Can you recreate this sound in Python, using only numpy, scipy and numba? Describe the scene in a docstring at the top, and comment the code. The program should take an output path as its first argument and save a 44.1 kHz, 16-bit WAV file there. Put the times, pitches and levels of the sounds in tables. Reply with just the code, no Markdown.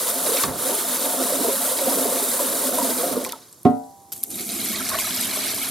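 """Tap water runs into a metal pot of rice swirled over a steel sink: noise and clouds of decaying sines make
the jet's fizz and splash, and bubbles gurgle through the pot's air resonances. As the tap shuts, froth fizzes
and drops ping. The tilted pot knocks against the sink with ringing modes, soft thuds and scraping noise.
Then water spills over the rim, first in drops, then as a stream that patters in bubble clouds and drums on
the steel as resonated noise. A soft steady hiss lies under it all."""
import sys
import numpy as np
from scipy import signal
from scipy.fft import rfft, irfft
from scipy.io import wavfile
from numba import njit

SR = 44100
rng = np.random.default_rng(int(sys.argv[2]) if len(sys.argv) > 2 else 0)


def transcribe(signal):
    """Save signal, clipped to [-1, 1], as a 16-bit WAV file at the path in sys.argv[1]."""
    frames = np.atleast_2d(signal).T
    limited = np.clip(frames, -1, 1)
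    pcm = np.round(limited * 32767).astype(np.int16)
    wavfile.write(sys.argv[1], SR, pcm)


N = 251370
TIME = np.arange(N) / SR  # t/s of every sample


# Colour of the jet's fine spray: f/Hz, level/dB (per Hz)
SPRAY_COLOUR = [(3820, -61), (6500, -11), (9370, -4), (11300, -4), (14900, -10.5), (15900, -19)]
# Colour of the jet's splashing: f/Hz, level/dB (per Hz)
SPLASH_COLOUR = [(600, -14), (900, 3), (1400, 2), (1770, -4), (2240, -5), (2650, -7), (3150, -3),
                 (3750, 0.5), (4600, -1.5), (5900, -2), (7000, -8), (9100, -28)]
# Colour of the air bubbles driven under the surface: f/Hz, level/dB (per Hz)
GURGLE_COLOUR = [(40, -47), (90, -11), (150, -18.5), (210, -9), (330, -7), (400, -2.5), (510, -2.5),
                 (690, -3.5), (780, -16), (900, -13), (1050, -11), (1450, -22.5), (1750, -38), (2600, -28)]
# Air resonances of the pot: f/Hz, width/Hz, level/dB
POT_AIR_MODES = [(259.3, 15.6, 12.5), (514.5, 27, 1.5), (571.8, 7.4, 5.5), (705, 23, 3), (869, 16, 8)]
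POT_DRIFT = 0.025  # share by which moving water shifts the pot's resonances


def tap():
    """The jet sprays and splashes; the air it drags under gurgles in the hollow of the pot."""
    spray_gain, splash_gain, gurgle_gain = jet_gains()
    flutter = walk(70)  # the jet breaks up unevenly
    slosh = walk(21.9)  # the surface rocks
    spray = fizz(SPRAY_COLOUR, rate=7000, low_hz=6000, high_hz=16000, cycles=14, spread_db=2.6, hiss_db=2.5)
    splash = fizz(SPLASH_COLOUR, rate=4500, low_hz=800, high_hz=7500, cycles=22, spread_db=1.8, hiss_db=4)
    drift = POT_DRIFT * walk(11)
    gurgles = []
    for _ in range(2):
        cloud = bubbles(rate=1100, low_hz=150, high_hz=1900, cycles=32, spread_db=1.35, glide=0.1)
        churn = colour(cloud + 0.5 * rng.standard_normal(N), GURGLE_COLOUR)
        hollow = unit(churn + resonate(churn, POT_AIR_MODES))
        gurgles.append(waver(hollow, drift))
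    hiss = spray_gain * spray + splash_gain * splash
    jet = hiss * undb(0.89 * flutter + 0.58 * slosh)
    return jet + gurgle_gain * stereo(*gurgles) * undb(0.34 * flutter + 0.18 * slosh)


# Waves of deeper water that each swirl sends under the jet: t/s of the crest, half length/s, rise/dB
SWIRL_WAVES = [(.29, 0.094, 6), (.73, 0.057, 5), (1.24, 0.19, 5.5), (1.46, 0.067, 7.5), (1.68, 0.061, 2),
               (1.89, 0.068, 3.5), (2.06, 0.22, 5.5), (2.47, 0.078, 6), (2.81, 0.22, 6), (3.14, 0.12, 7)]
# The rocking pot shields or bares the fine spray: t/s of the crest, half length/s, rise/dB
POT_TILTS = [(.85, 0.56, -1), (1.58, .14, 1), (2.25, 0.11, 1.3)]
SPRAY_DB, SPLASH_DB, GURGLE_DB = -25.5, -32, -33  # open tap, before flow, waves and flutter
SHUT_S, SHUT_EASE_S = 3.153, 0.074  # the tap is half shut
GURGLE_LAG_S, GURGLE_EASE_S = 0.15, 0.045  # air already dragged under gurgles on
SPLASH_POWER = 0.64  # power of the flow below 1, so the splashing outlasts the spray
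WAVE_SPLASH = 0.021  # share of a wave's rise in dB that the splashing follows
BARE_S, THINNING_S, THINNING_DB = 0.436, 0.074, 5  # one swing bares the bottom of the pot
COVER_S, BARE_DIP_DB = 0.075, -9  # the hiss is lowest COVER_S after that, until the water is back
SLAP_DB, SLAP_T60_S = -21, 0.049  # burst of splashing as the bottom is bared


def jet_gains():
    """Spray, splashing and gurgling follow the tap's flow and the depth of the water under the jet."""
    flow = closing(SHUT_S, SHUT_EASE_S)
    waves_db = swells(SWIRL_WAVES)
    since = TIME - BARE_S
    thinning_db = THINNING_DB * np.exp(-np.abs(since) / THINNING_S) * (since < 0)
    covering = np.maximum(since, 0) / COVER_S
    dip_db = BARE_DIP_DB * covering * np.exp((1 - covering ** 2) / 2)
    depth_db = thinning_db + dip_db
    spray = flow * undb(SPRAY_DB + depth_db + swells(POT_TILTS))
    splash = flow ** SPLASH_POWER * undb(SPLASH_DB + depth_db + WAVE_SPLASH * waves_db)
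    slap = undb(SLAP_DB) * fade(BARE_S, SLAP_T60_S)
    gurgle = closing(SHUT_S + GURGLE_LAG_S, GURGLE_EASE_S) * undb(GURGLE_DB + waves_db)
    return spray, splash + slap, gurgle


# Colour of the poured spray: f/Hz, level/dB (per Hz)
POUR_SPRAY_COLOUR = [(3530, -37), (6000, -13), (8050, -7.5), (8850, -7), (11900, -6), (13800, -10),
                     (15500, -26)]
# Colour of the patter on steel: f/Hz, level/dB (per Hz)
PATTER_COLOUR = [(600, -32), (1300, -0.5), (1800, -9), (2200, 5), (2700, -2), (4000, 4.5), (6000, -0.5),
                 (7500, -37), (10000, -62)]
# Colour of the puddle in the sink: f/Hz, level/dB (per Hz)
PUDDLE_COLOUR = [(250, -4.5), (500, -18), (650, 3), (820, -7.5), (1100, -3.5), (1450, -6.5), (1900, -5.5),
                 (2600, -31)]
# Water running over the rim as the pot is tipped: t/s, share of the full flow
POUR_FLOW_CURVE = [(4.14, 0.025), (4.21, 0.043), (4.29, 0.03), (4.39, 0.42), (4.455, 0.27), (4.52, 0.57),
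                   (4.63, 0.61), (4.79, 0.89), (5.45, 0.98), (5.7, 0.81)]
# Growth of spray, patter, puddle and drumming, one row each: level/dB at full flow, power of the flow
POUR_GROWTH = [(-28.5, 0.52), (-33, 1.04), (-37.5, 2), (-37.5, 0.2)]
# Heavy gouts plunging into the puddle: t/s of the crest, half length/s, rise/dB
GOUT_PLUNGES = [(4.81, 0.025, 2), (4.94, 0.03, 8.5), (5.4, 0.046, 1)]
TINKLE_DB = 1.5  # ringing bubbles against the patter
DRIBBLE_DB = -11  # drumming of the dribble against that of the stream
DRUM_START_S, DRUM_EASE_S = 4.285, 0.012  # the dribble joins into a stream and starts to drum
CUSHION_S, CUSHION_EASE_S, CUSHION_DB = 5.5, 0.04, -2.5  # the deepening puddle softens the drumming


def pour():
    """The sheet of water tears into gouts that spatter, tinkle, gurgle in the puddle and shake the sink."""
    flow = np.interp(TIME, *np.transpose(POUR_FLOW_CURVE), left=0)
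    spray_gain, patter_gain, puddle_gain, drum_gain = (undb(db) * flow ** power for db, power in POUR_GROWTH)
    gouts = undb(0.81 * walk(90) + 1.14 * walk(24))
    spray = fizz(POUR_SPRAY_COLOUR, rate=2200, low_hz=5500, high_hz=15000, cycles=28, spread_db=2.7, hiss_db=0)
    patter = fizz(PATTER_COLOUR, rate=3200, low_hz=1200, high_hz=7000, cycles=30, spread_db=2, hiss_db=3)
    # longer-lived bubbles ring here and there across the sink
    mid, side = (
        unit(colour(bubbles(rate=210, low_hz=1200, high_hz=7000, cycles=190, spread_db=1.6, glide=0.04),
                    PATTER_COLOUR))
        for _ in range(2))
    tinkle = (mid + side * np.array([[0.5], [-0.5]])) / 2
    puddle = fizz(PUDDLE_COLOUR, rate=520, low_hz=480, high_hz=2300, cycles=55, spread_db=1.5, hiss_db=-4)
    stream = 1 - (1 - undb(DRIBBLE_DB)) * closing(DRUM_START_S, DRUM_EASE_S)
    cushion = undb(CUSHION_DB * (1 - closing(CUSHION_S, CUSHION_EASE_S)))
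    spatter = spray_gain * spray + patter_gain * (patter + undb(TINKLE_DB) * tinkle)
    plunging = puddle_gain * undb(swells(GOUT_PLUNGES)) * puddle
    return gouts * spatter + plunging + drum_gain * stream * cushion * drumming()


# Resonances of the sink's floor under the stream: f/Hz, width/Hz, level/dB
SINK_MODES = [(75, 25, -17), (117, 44, -3), (209, 7.3, 10.5), (239.7, 8.9, 11.5), (266, 9.6, 14.5),
              (345, 30, 5.5), (403, 26, 1.5), (660, 110, -4.5)]
# Modes that ring only while that floor is still bare: f/Hz, width/Hz, level/dB
BARE_SINK_MODES = [(232, 13, 1.5), (339, 19, -0.5), (392, 17, -9), (696, 42, -7.5)]
BARE_SINK_DB, SINK_COVERED_S, SINK_COVER_EASE_S = -2.5, 4.8, 0.03
DRUM_DRIFT = 0.035  # share by which moving water shifts the sink's resonances


def drumming():
    """Noise blows ring the sink's floor; water on it makes the pitch wander and damps the bare modes."""
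    bare = closing(SINK_COVERED_S, SINK_COVER_EASE_S)
    drift = DRUM_DRIFT * walk(9)
    drums = []
    for _ in range(2):
        blows = colour(rng.standard_normal(N), [(30, -43), (80, 7.0), (650, 2.5), (1500, -21)])
        wet_floor = waver(unit(resonate(blows, SINK_MODES)), drift)
        bare_floor = unit(resonate(blows, BARE_SINK_MODES))
        drums.append(wet_floor + undb(BARE_SINK_DB) * bare * bare_floor)
    return stereo(*drums)


# Large single bubbles: t/s, level/dB, f/Hz
PLOP_BUBBLES = [(.285, -16, 460), (.319, -15, 458), (.343, -10.5, 528), (0.436, -11.5, 1164),
                (.653, -18, 506), (.693, -16, 516), (.725, -20, 946), (1.18, -21, 703), (1.209, -16, 670),
                (1.322, -11, 517), (1.407, -12, 272), (1.446, -12, 456), (1.482, -9.5, 408),
                (1.487, -16.5, 660), (1.494, -19.5, 960), (1.713, -12.5, 512), (1.785, -20, 920),
                (1.815, -13.5, 575), (1.869, -7, 535), (1.875, -10.5, 251), (1.929, -14.5, 487),
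                (1.962, -14, 260), (1.972, -11, 498), (2.052, -14, 665), (2.055, -11, 413),
                (2.079, -14, 256), (2.122, -11.5, 510), (2.225, -15, 404), (2.392, -15.5, 1004),
                (2.408, -13.5, 562), (2.65, -16, 557), (2.714, -21, 554), (2.718, -20, 226),
                (2.776, -12, 594), (2.785, -11, 990), (2.816, -14.5, 946), (2.823, -14, 267),
                (3.033, -15, 690), (3.166, -8.5, 474), (3.172, -11, 257), (3.262, -22.5, 1040),
                (3.33, -22.5, 967), (3.332, -25, 1295), (3.355, -30, 900), (4.342, -29, 3780),
                (4.601, -23, 4150), (4.66, -28, 1940), (4.746, -26, 2000), (4.806, -21, 1350),
                (4.915, -17.5, 1090), (4.925, -24, 645), (4.944, -17, 1106), (4.986, -21.5, 1070),
                (5.045, -23, 1300), (5.183, -25, 2800), (5.369, -20.5, 605), (5.371, -23, 403)]
PLOP_CYCLES, PLOP_CYCLES_POWER = 54, 0.84  # cycles of ringing at 1 kHz; smaller bubbles ring for more cycles
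PLOP_GLIDE = 0.1  # spread of the share by which the pitch bends up or down


def plops():
    """Large pockets of air ring as they close, each bending in pitch by a small random share, up or down."""
    starts, db, hz = np.array(PLOP_BUBBLES, float).T.copy()
    cycles = PLOP_CYCLES * (hz / 1000) ** PLOP_CYCLES_POWER
    glide = PLOP_GLIDE * rng.standard_normal(len(starts))
    rings = ring(starts, hz, cycles, undb(db), glide)
    return colour(rings, [(70, -19.5), (220, -2)])  # small sources radiate little bass


# Colour of the jet drumming on the bare bottom of the pot: f/Hz, level/dB (per Hz)
POT_BOTTOM_COLOUR = [(20, -28), (45, -8), (125, -2), (280, -2.5), (450, -7.5), (1300, -9.5), (2500, -26)]
# Dull thuds of the handled pot: t/s, level/dB, t60/s
DULL_THUMPS = [(.438, -28, 0.077), (0.481, -30, 0.18), (3.126, -34, 0.26), (4.925, -38, .1)]
BOTTOM_DB, BOTTOM_T60_S = -28.5, 0.65


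def bottom():
    """With the rice swept aside, the jet drums on the bare bottom; the handled pot thuds in the same dull noise."""
    bared = undb(BOTTOM_DB) * fade(BARE_S, BOTTOM_T60_S)
    thumps = sum(undb(db) * fade(start, t60) for start, db, t60 in DULL_THUMPS)
    return (bared + thumps) * coloured_noise(POT_BOTTOM_COLOUR)


# Modes of pot and sink ringing together: f/Hz, level/dB, t60/s
METAL_MODES = [(109.3, -27, 0.26), (166, -28, 0.25), (182, -19, 0.11), (239.2, -11.5, 0.32),
               (267.6, -9.5, 0.3), (296, -16, 0.15), (410, -13, 0.23), (448, -23, 0.39), (566, -32, 0.41),
               (605, -27, 0.55), (630, -24, 0.12), (727, -10, 0.37), (791, -39.5, 2.17), (864, -35, 0.36),
               (900, -41, 0.55), (974, -43.5, 1.4), (1077, -21.5, 0.16), (1240, -29, 0.28),
               (1370, -37, 0.33), (1510, -48, 0.51), (1880, -52, 0.24), (1981, -46, 0.35)]
# Colour of the contact itself: f/Hz, level/dB (per Hz)
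CRACK_COLOUR = [(30, -47), (100, -2), (260, 2), (400, -2), (1100, -20), (2000, -29.5), (4000, -34),
                (8000, -48), (15000, -53)]
# The pot's two contacts with the sink, scraping as it settles: t/s, thud level/dB, scrape level/dB, scrape t60/s
POT_CONTACTS = [(3.653, -8.5, -19, 0.08), (3.665, -15, -28, 0.25)]
KNOCK_S, THUD_S = 3.653, 0.00098  # start of the ringing; softness of a contact
TOUCH_LEAD_S, TOUCH_DB, TOUCH_T60_S = 0.0026, -22, 0.036  # the pot grazes the steel before its weight lands


def knock():
    """The heavy pot bumps the sink: contacts thud and scrape, and decaying sines ring and beat."""
    age = np.maximum(TIME - KNOCK_S, 0)
    modes = 0
    for k, (hz, db, t60) in enumerate(METAL_MODES):
        decay = np.exp(-np.log(1000) * age / t60)
        # neighbouring modes start in opposite directions
        modes = modes + (-1) ** k * undb(db) * np.sin(2 * np.pi * hz * age) * decay
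    push = 1 - np.exp(-age / 0.0017)  # soft onset
    crack = coloured_noise(CRACK_COLOUR)
    thuds, scrape = 0, undb(TOUCH_DB) * fade(KNOCK_S - TOUCH_LEAD_S, TOUCH_T60_S)
    for start, thud_db, scrape_db, t60 in POT_CONTACTS:
        flex = (TIME - start) / THUD_S - 2  # the sink's floor gives way and springs back
        thuds = thuds + undb(thud_db) * flex * np.exp((1 - flex ** 2) / 2)
        scrape = scrape + undb(scrape_db) * fade(start, t60)
    thuds = colour(thuds, [(45, -26), (80, -12), (160, -2), (250, 0)])
    return push * modes + thuds + scrape * crack


def room(x, t60, wet_db):
    """Short echo of the hard kitchen walls, from decaying noise that differs in each ear."""
    tails = rng.standard_normal((2, SR // 2)) * fade(0.0036, t60)[:SR // 2]
    tails /= np.sqrt(np.sum(tails ** 2, axis=1, keepdims=True))
    return x + undb(wet_db) * signal.oaconvolve(x, tails, axes=1)[:, :N]


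# Single drops: t/s, ping level/dB, ping f/Hz, splash level/dB, splash t60/s
SINGLE_DROPS = [(3.242, -8, 11200, -33, .02), (3.248, -10.5, 7450, -26.5, 0.036),
                (3.264, -13, 11500, -22, 0.014), (3.271, -22, 4700, -35, 0.027),
                (3.291, -31, 4260, -29, 0.027), (3.322, -11, 12200, -20.5, 0.013),
                (3.527, -23, 8200, -46, 0.08), (3.632, -18.5, 10860, -48, .025),
                (4.12, -26, 7050, -28.5, 0.07), (4.124, -26, 5200, -33, .06), (4.133, -6, 12100, -42, 0.12),
                (4.161, -32, 8060, -39.5, 0.16), (4.232, -24, 4900, -29.5, 0.077),
                (4.2374, 6, 11500, -43, .05), (4.304, -12, 10000, -34.5, 0.49),
                (4.357, -9, 11400, -32, 0.033), (4.408, -17, 11000, -26, 0.039),
                (4.49, -27, 3930, -44, .08), (4.889, -17, 3970, -21, 0.07), (4.987, -11, 2960, -25, 0.23),
                (5.108, -11.5, 3400, -34, .046), (5.146, -12.5, 4970, -37, .16)]
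# Colour of a drop's splash: f/Hz, level/dB (per Hz)
SPLAT_COLOUR = [(700, -1), (2000, -6.5), (4000, 4.5), (6500, 5.5), (11000, 10.5), (14000, 7.5),
                (16000, -56)]


def drops():
    """Each drop pings as a short bubble sine and scatters into a dying splash."""
    starts, ping_db, hz, splash_db, t60 = np.array(SINGLE_DROPS, float).T.copy()
    pings = ring(starts, hz, np.full(len(starts), 22.0), undb(ping_db), np.full(len(starts), 0.028))
    scatter = sum(undb(db) * fade(start, length) for start, db, length in zip(starts, splash_db, t60))
    splats = fizz(SPLAT_COLOUR, rate=2800, low_hz=2040, high_hz=16800, cycles=1.9, spread_db=5.5, hiss_db=5)
    return pings + scatter * splats


# Droplets flung by the swirl, the tap's last spurts and the pour: t/s, level/dB, t60/s
DROPLET_BURSTS = [(.333, -30, 0.19), (.368, -27.5, .16), (.437, -23, 0.069), (1.5, -33, 0.44),
                  (1.787, -30, 0.13), (2.16, -32, 0.43), (3.248, -27.5, 0.055), (3.292, -29.5, 0.06),
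                  (3.323, -29, 0.024), (4.389, -31.5, 0.094), (4.49, -32, .1), (4.757, -27.5, 0.13),
                  (5.226, -38, 0.061), (5.259, -37, .06), (5.295, -32, .06), (5.481, -39, 0.064)]
# Colour of those droplets: f/Hz, level/dB (per Hz)
CRACKLE_COLOUR = [(1200, -16), (2300, -0.5), (2900, -11), (3900, 2.5), (4800, -1), (6500, -11), (8500, -45)]


def spatters():
    """Handfuls of droplets crackle against the metal in dying bursts of short rings."""
    bursts = sum(undb(db) * fade(start, t60) for start, db, t60 in DROPLET_BURSTS)
    crackle = fizz(CRACKLE_COLOUR, rate=1100, low_hz=1700, high_hz=7000, cycles=34, spread_db=2.2, hiss_db=-7)
    return bursts * crackle


# Colour of the froth left by the jet: f/Hz, level/dB (per Hz)
FOAM_COLOUR = [(2500, -18), (4000, -2), (9000, 2), (13000, 1), (15500, -14)]
FOAM_DB, FOAM_T60_S = -51.5, 5.7


def foam():
    """From the moment the tap is half shut, the froth on the rice water fizzes out in tiny bursting bubbles."""
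    froth = fizz(FOAM_COLOUR, rate=900, low_hz=3500, high_hz=14000, cycles=24, spread_db=2.6, hiss_db=0)
    return undb(FOAM_DB) * fade(SHUT_S, FOAM_T60_S) * froth


# Colour of the quiet kitchen: f/Hz, level/dB (per Hz)
KITCHEN_COLOUR = [(18, -54), (30, -30), (93, 10), (149, 7), (372, 6), (983, -3.5), (1120, 0), (1420, -14),
                  (1750, -12), (2700, -18), (3560, -11.5), (9150, -8), (12900, -7.5), (14300, -19),
                  (15900, -19)]


def kitchen():
    """A soft steady background hiss of coloured noise, wider than the water."""
    return undb(-54.5) * coloured_noise(KITCHEN_COLOUR, side_db=5.0)


def fizz(points, rate, low_hz, high_hz, cycles, spread_db, hiss_db):
    """Small bursting bubbles over the hiss of those too fine to tell apart."""
    layers = []
    for _ in range(2):
        cloud = bubbles(rate, low_hz, high_hz, cycles, spread_db, 0.12)
        cloud = cloud + undb(hiss_db) * rng.standard_normal(N)
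        layers.append(unit(colour(steel(cloud), points)))
    return stereo(*layers)


def bubbles(rate, low_hz, high_hz, cycles, spread_db, glide):
    """A cloud of bubbles (rate per second) of random time, pitch and size, with even power per Hz."""
    when, pitch, size, life, sign = rng.random((int(rate * N / SR), 5)).T
    hz = low_hz * (high_hz / low_hz) ** pitch
    sizes = hz * undb(-spread_db * np.log(size + 0.004)) * np.sign(sign - 0.5)
    return unit(ring(when * N / SR, hz, cycles * (0.5 + life), sizes, np.full(len(hz), glide)))


@njit
def ring(starts, hz, cycles, sizes, glide):
    """Bubbles: sines that swell for about a cycle, fall 60 dB in so many cycles and bend by the share glide."""
    out = np.zeros(N)
    for k in range(len(starts)):
        first, length = int(starts[k] * SR), int(cycles[k] * SR / hz[k]) + 2
        turn = 2 * np.pi * hz[k] / SR  # radians per sample
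        pole = np.exp(1j * turn - 6.9 / length)
        bend = np.exp(1j * turn * glide[k] / length)
        z, onset, shrink = sizes[k] + 0j, 1., np.exp(-turn / 7)
        for i in range(max(first, 0), min(first + length, N)):
            out[i] += z.imag * (1 - onset)
            z, pole, onset = z * pole, pole * bend, onset * shrink
    return out


def steel(x):
    """Quick reflections between close metal walls smear each click a little."""
    tail = rng.standard_normal(2048) * fade(0.0003, 0.02)[:2048]
    tail = tail / np.linalg.norm(tail)
    # their strength wanders at random, so no fixed comb colours the sound
    return x + undb(-11) * signal.oaconvolve(x * walk(150), tail)[:N]


# Width of the sound: f/Hz, side minus mid level/dB
STEREO_WIDTH = [(60, -22), (300, -17), (600, -15), (1100, -8), (1900, -16), (2800, -28), (4200, -20),
                (6000, -5.5), (9500, -3.5), (13000, -5)]


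def stereo(mid, side):
    """Mid plus a coloured side signal: nearly mono around 2800 Hz, widest in the treble."""
    return mid + colour(side, STEREO_WIDTH) * np.array([[1], [-1]])


def coloured_noise(points, side_db=0):
    """Steady stereo noise of a given colour, with independent mid and side."""
    mid, side = (unit(colour(rng.standard_normal(N), points)) for _ in range(2))
    return stereo(mid, undb(side_db) * side)


def colour(x, points):
    """Causal filter through (f/Hz, level/dB) points, from the cepstrum of its log gain."""
    size = 4096
    hz, db = np.transpose(points)
    bins_hz = np.fft.rfftfreq(size, 1 / SR) + 1  # offset keeps the logarithm finite
    log_gain = np.log(undb(np.interp(np.log(bins_hz), np.log(hz), db)))
    cepstrum = irfft(log_gain)[:size // 2]
    cepstrum[1:] *= 2  # folding gives minimum phase
    response = irfft(np.exp(rfft(cepstrum, size)))[:size // 2]
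    return signal.oaconvolve(x, response)[:N]


def resonate(x, modes):
    """Sum of band-passes (f/Hz, width/Hz, level/dB)."""
    return sum(undb(db) * signal.lfilter(*signal.iirpeak(hz, hz / width, fs=SR), x) for hz, width, db in modes)


def waver(x, drift):
    """Shift the pitch of a steady sound by the moving share drift."""
    return np.interp(np.cumsum(1 + drift) % (N - 1), np.arange(N), x)


def walk(rate):
    """Random wander along straight lines between rate knots per second, spread near 1."""
    knots = rng.standard_normal(int(N / SR * rate) + 2)
    return 1.2 * np.interp(TIME * rate, np.arange(len(knots)), knots)


def swells(table):
    """Rise in dB from smooth humps (t/s, half length/s, rise/dB)."""
    return sum(db * np.exp(-((TIME - crest) / half) ** 2) for crest, half, db in table)


def closing(middle, ease):
    """Gain that eases from 1 to 0, half way at middle."""
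    return (1 - np.tanh((TIME - middle) / (2 * ease))) / 2


def fade(start, t60):
    """Envelope that jumps up at start and falls 60 dB in t60 seconds."""
    return (TIME >= start) * np.exp(-np.log(1000) * np.abs(TIME - start) / t60)


def undb(db):
    """Decibels to gain."""
    return 10 ** (np.asarray(db) / 20)


def unit(x):
    """Scale to rms 1."""
    return x / np.sqrt(np.mean(x ** 2))


def scene():
    """Rinsing, the knock, then pouring off, over the kitchen's hiss."""
    water = tap() + bottom() + plops() + drops() + spatters() + foam() + pour()
    return water + room(knock(), t60=0.32, wet_db=-10.5) + kitchen()


# Balance of the two microphones: f/Hz, left minus right level/dB
MICROPHONE_BALANCE = [(100, -6), (260, -4), (550, -0.5), (1100, -0.5), (2200, -1), (6000, -1), (9500, -2),
                      (13000, 1.5)]
TOP_HZ = 15900  # upper band limit


def record(dry, low_cut_hz=52):
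    """The right microphone gets more of the bass; the loudest peaks clip, then deep bass and top are cut."""
    heard = []
    for channel, side in zip(dry, (1, -1)):
        heard.append(colour(channel, [(hz, side * db / 2) for hz, db in MICROPHONE_BALANCE]))
    clipped = np.clip(np.array(heard), -0.9, 0.9)
    low_cut = signal.butter(3, low_cut_hz, "high", fs=SR, output="sos")
    top_cut = signal.ellip(10, 0.2, 80, TOP_HZ, fs=SR, output="sos")
    return signal.sosfilt(top_cut, signal.sosfilt(low_cut, clipped))


dry = scene()
out = record(dry)
transcribe(out)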